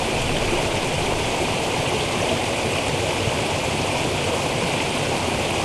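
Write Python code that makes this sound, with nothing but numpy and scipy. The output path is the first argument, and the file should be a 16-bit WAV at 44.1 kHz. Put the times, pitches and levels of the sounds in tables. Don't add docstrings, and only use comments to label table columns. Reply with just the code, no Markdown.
import sys
import numpy as np
from scipy import signal
from scipy.fft import rfft, irfft
from scipy.io import wavfile
from scipy.ndimage import uniform_filter1d

SR = 44100
rng = np.random.default_rng(int(sys.argv[2]) if len(sys.argv) > 2 else 0)


def digitize_waveform(pressure):
    field = np.atleast_2d(pressure).T
    bounded = np.clip(field, -1, 1)
    quanta = np.round(bounded * 32767).astype(np.int16)
    wavfile.write(sys.argv[1], SR, quanta)


N = 248724

POOL_SPECTRUM = [(100, -37), (190, -6), (240, -0.9), (300, -3.5), (360, 0.2), (400, -1), (520, -0.5),
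                 (700, -2), (900, -3.5), (1150, -10.5), (1350, -17), (2400, -36.5)]
# (frequency [Hz], relative level per Hz [dB])
THRUM_SPECTRUM = [(20, -30), (52, -9.5), (72, -7.5), (92, 2), (120, -4), (146, 0), (175, -5), (210, -17.5),
                  (300, -26), (600, -67)]
# (frequency [Hz], relative level per Hz [dB])
STONE_SPECTRUM = [(900, -27), (1300, -12.5), (1520, -6), (1790, -9.5), (2000, -5), (2450, 0.5),
                  (2900, -2.5), (3350, -5), (3850, -10.5), (4220, -11), (4650, -11), (5100, -12),
                  (5480, -14.5), (5950, -13.5), (7200, -15.5), (8800, -16), (11400, -26.5), (13000, -42)]
# (frequency [Hz], relative level per Hz [dB])
BREEZE_SPECTRUM = [(5, -25), (12, 3), (27, -5), (48, -5), (90, -20), (200, -26), (600, -82)]

# (time [s], level change [dB], length [s])
POOL_SWELLS = [(.1, 1.2, 0.055), (.24, -1.5, 0.092), (.37, 1, 0.064), (.6, 1.1, 0.14), (.95, -1.5, 0.064),
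               (1.11, 1, 0.042), (1.27, -0.5, .07), (1.39, 0.5, .13), (1.67, 0.5, 0.055), (1.88, 0.2, 0.17),
               (2.08, -1, 0.063), (2.29, 1, 0.18), (2.47, -1.2, .05), (2.63, 0, .1), (3.61, -1.3, 0.092),
               (4.23, -1.4, 0.054), (4.32, 1.5, .1), (4.46, 0.5, .06), (4.91, -.9, .12), (5.13, 1.7, 0.051),
               (5.57, .7, 0.083)]
# (time [s], level change [dB], length [s])
THRUM_SURGES = [(.04, -4, .12), (.25, 3, .2), (.98, 2.5, .18), (1.36, -2, 0.074), (1.67, -4, 0.072),
                (1.82, 2, .09), (2.2, 1.5, .07), (2.43, -2, 0.084), (2.59, -2.5, 0.073), (2.96, 1.8, .14),
                (3.66, 1, .1), (3.79, 2.5, .09), (4.11, 2.5, .1), (4.32, 1, .08), (4.92, -3, .08),
                (5.05, 1, .13)]
# (time [s], level change [dB], length [s])
DROP_SHOWERS = [(.58, 2, .22), (2.03, 3, 0.12), (2.77, 2, .08), (2.92, -1, .08), (4.43, -3, 0.07),
                (4.77, 3.5, .14), (5.03, 2, .08), (5.2, -2, .12)]
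# (time [s], level swell [dB], length [s])
BREEZE_GUSTS = [(.41, 10, 0.39), (1.15, 7.5, 0.2)]

# (time [s], starting pitch [Hz], relative peak level [dB], ring time to -60 dB [s])
AIR_GULPS = [(.518, 350, -14, 0.15), (.993, 183, -22.5, .08), (1.078, 394, -17, 0.14),
             (1.399, 346, -17, 0.14), (1.765, 837, -20, 0.096), (1.938, 420, -17, .1),
             (2.157, 222, -19, 0.12), (2.264, 622, -17, 0.1), (2.31, 654, -14.5, 0.12),
             (2.324, 475, -17, 0.056), (2.515, 540, -19, .09), (2.658, 442, -18, 0.088),
             (2.738, 498, -22, 0.092), (2.999, 99, -19, .12), (3.058, 617, -17, 0.11),
             (3.271, 117, -8.5, 0.044), (3.486, 660, -16, .055), (3.953, 966, -20.5, 0.15),
             (4.04, 299, -23.5, 0.093), (4.329, 618, -19, 0.076), (4.629, 170, -15.5, 0.069),
             (4.681, 284, -21, .09), (5.264, 252, -20, .1), (5.285, 860, -21, .08)]
# (time [s], centre frequency [Hz], relative level [dB], length [s])
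ROCK_SPLASHES = [(0.189, 2840, -26, .016), (.2, 6000, -34, .016), (.369, 1750, -29, .014),
                 (.37, 3130, -23, .013), (.525, 6000, -39, 0.046), (0.777, 2700, -24, .011),
                 (0.773, 5500, -33, .014), (1.25, 5500, -37, .05), (1.445, 3600, -30, .014),
                 (1.868, 2820, -24, 0.023), (2, 2820, -25, 0.013), (2.2, 1680, -29, 0.014),
                 (2.219, 5800, -30, .012), (2.295, 2880, -22, 0.015), (2.374, 1900, -28, .011),
                 (2.786, 2730, -24, .014), (2.883, 8000, -23, 0.0033), (3.108, 2500, -23, 0.016),
                 (3.126, 5500, -30, 0.01), (3.817, 5600, -28, .008), (4.182, 2800, -23, 0.012),
                 (4.807, 2400, -21, 0.011), (4.981, 8900, -29, .0049), (5.399, 2500, -24.5, 0.019),
                 (5.507, 9300, -27, .0046), (5.51, 2620, -24.5, 0.016)]

CHURN_WAVER_DB, THRUM_WAVER_DB, STONES_WAVER_DB, WAVERS_PER_S = 0.28, 0.8, 0.28, 13
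PATTER_DB, PATTERS_PER_S, PATTER_S, PATTER_SPREAD_DB = -7.5, 130, 0.0016, 2.5
BREEZE_DB, CALM_DB, BREEZE_HOLD_S, BREEZE_FADE_S = -38, -49, 0.92, 1.4
EDGE_HZ = 12650


def gain_of(db):
    return 10 ** (np.asarray(db) / 20)


def evened(x):
    return x / np.sqrt(np.mean(x ** 2) + 1e-20)


def steadied(x, size=6000):
    power = uniform_filter1d(uniform_filter1d(x ** 2, size), size // 2)
    return x / np.sqrt(power + 1e-20)


def coloured(x, spectrum):
    hz, db = np.transpose(spectrum)
    bins_hz = np.fft.rfftfreq(N, 1 / SR)
    curve_db = np.interp(np.log(bins_hz + 1), np.log(hz + 1), db)
    return evened(irfft(rfft(x) * gain_of(curve_db), N))


def wander(rate):
    hz = np.fft.rfftfreq(N, 1 / SR)
    lowpass = (hz > 2) / (1 + (hz / rate) ** 2)
    return evened(irfft(rfft(rng.standard_normal(N)) * lowpass, N))


def swells(rows):
    t = np.arange(N) / SR
    return sum(db * 0.5 ** ((2 * (t - s) / length) ** 2) for s, db, length in rows)


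def impacts(per_s, spread_db):
    size = gain_of(spread_db * np.minimum(rng.exponential(1, N), 5))
    return size * rng.choice([-1, 1], N) * (rng.random(N) < per_s / SR)


def add(mix, s, sound):
    part = mix[max(round(s * SR), 0):][:len(sound)]
    part += sound[:len(part)]


def bubble(hz, t60, rise, onset_cycles):
    t = np.arange(int(t60 * SR) + 2) / SR
    turns = hz * (t + rise * t ** 2 / (2 * t60))
    decay = np.exp(-np.log(1000) * t / t60)
    onset = 1 - np.exp(-turns / onset_cycles)
    ring = np.sin(2 * np.pi * turns) * decay * onset
    return ring / abs(ring).max()


def bubble_cloud(low_hz, high_hz, per_s, cycles, rise, spread_db, count):
    cloud = np.zeros(N)
    for hz in np.geomspace(low_hz, high_hz, count):
        ring = bubble(hz, cycles / hz, rise, onset_cycles=0.59)
        births = impacts(per_s / count, spread_db)
        cloud += np.sqrt(hz) * evened(signal.oaconvolve(births, ring)[:N])
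    return cloud


def pools():
    churn = coloured(rng.standard_normal(N), POOL_SPECTRUM)
    cloud = bubble_cloud(199.1, 1546, per_s=850, cycles=23.6, rise=0.12, spread_db=1.5, count=36)
    gurgle = coloured(cloud, POOL_SPECTRUM)
    level_db = -25.0 + swells(POOL_SWELLS) + CHURN_WAVER_DB * wander(WAVERS_PER_S)
    return gain_of(level_db) * steadied(churn + gurgle, size=4000)


def thrum():
    level_db = -31.1 + swells(THRUM_SURGES) + THRUM_WAVER_DB * wander(WAVERS_PER_S)
    return gain_of(level_db) * steadied(coloured(rng.standard_normal(N), THRUM_SPECTRUM))


def stones():
    hiss = coloured(rng.standard_normal(N), STONE_SPECTRUM)
    cloud = bubble_cloud(1194, 4710, per_s=2200, cycles=30, rise=0.056, spread_db=1.5, count=40)
    clumped = coloured(cloud, STONE_SPECTRUM) * gain_of(0.6 * wander(rate=16))
    tinkle = steadied(clumped, size=4000)
    drops = gain_of(-4.0) * tinkle + gain_of(PATTER_DB) * patter()
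    showers = drops * gain_of(swells(DROP_SHOWERS))
    near_spray = gain_of(-1.5) * steadied(coloured(spray(), STONE_SPECTRUM))
    level_db = -32.0 + STONES_WAVER_DB * wander(WAVERS_PER_S)
    return gain_of(level_db) * (hiss + showers + near_spray)


def spray(count=8):
    hz = np.fft.rfftfreq(N, 1 / SR)
    drops = impacts(per_s=8000, spread_db=2.5) * gain_of(0.63 * wander(rate=44))
    spectrum = rfft(drops) * hz / np.hypot(hz, 7000)
    place = np.clip(hz / EDGE_HZ, 0, 1) * (count - 1)
    out = np.zeros(N)
    for k in range(count):
        band = np.maximum(1 - abs(place - k), 0)
        out += irfft(spectrum * band, N) * gain_of(1.56 * wander(rate=24))
    return out


def patter():
    out = np.zeros(N)
    for centre in np.geomspace(1900, 3800, num=6):
        strikes = impacts(PATTERS_PER_S / 6, PATTER_SPREAD_DB) ** 2
        power = signal.lfilter([1], [1, -np.exp(-1 / (PATTER_S * SR))], strikes)
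        ring = bubble(centre, 9 / centre, rise=0.045, onset_cycles=0.47)
        fizz = signal.oaconvolve(rng.standard_normal(N), ring)[:N]
        out += evened(fizz * np.sqrt(power))
    return steadied(coloured(out, STONE_SPECTRUM), size=12000)


def gulps():
    out = np.zeros(N)
    for s, hz, db, t60 in AIR_GULPS:
        add(out, s, gain_of(db) * bubble(hz, t60, rise=0.063, onset_cycles=2.1))
    return gain_of(-5.0) * out


def splashes(width=0.13):
    out = np.zeros(N)
    for s, hz, db, length in ROCK_SPLASHES:
        u = np.arange(SR // 10) / SR / (length / 3)
        band = np.clip([hz / (1 + width), hz * (1 + width)], 100, SR / 2 - 100)
        bandpass = signal.butter(2, band, "band", fs=SR, output="sos")
        fizz = evened(signal.sosfilt(bandpass, rng.standard_normal(len(u))))
        puff = u * np.exp(1 - u)
        add(out, s - length / 2, gain_of(db) * fizz * puff)
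    return gain_of(-3.5) * out


def breeze():
    calmed = np.clip((np.arange(N) / SR - BREEZE_HOLD_S) / BREEZE_FADE_S, 0, 1)
    level_db = BREEZE_DB + (CALM_DB - BREEZE_DB) * calmed + swells(BREEZE_GUSTS)
    rumble = coloured(rng.standard_normal(N), BREEZE_SPECTRUM)
    return gain_of(level_db) * steadied(rumble, size=10000)


def scene():
    mono = pools() + thrum() + stones() + gulps() + splashes() + breeze()
    return np.array([mono, mono])


def record(dry):
    lowpass = signal.firwin(511, EDGE_HZ, window=("kaiser", 9), fs=SR)
    return signal.oaconvolve(dry, lowpass[None], "same")


dry = scene()
out = record(dry)
digitize_waveform(out)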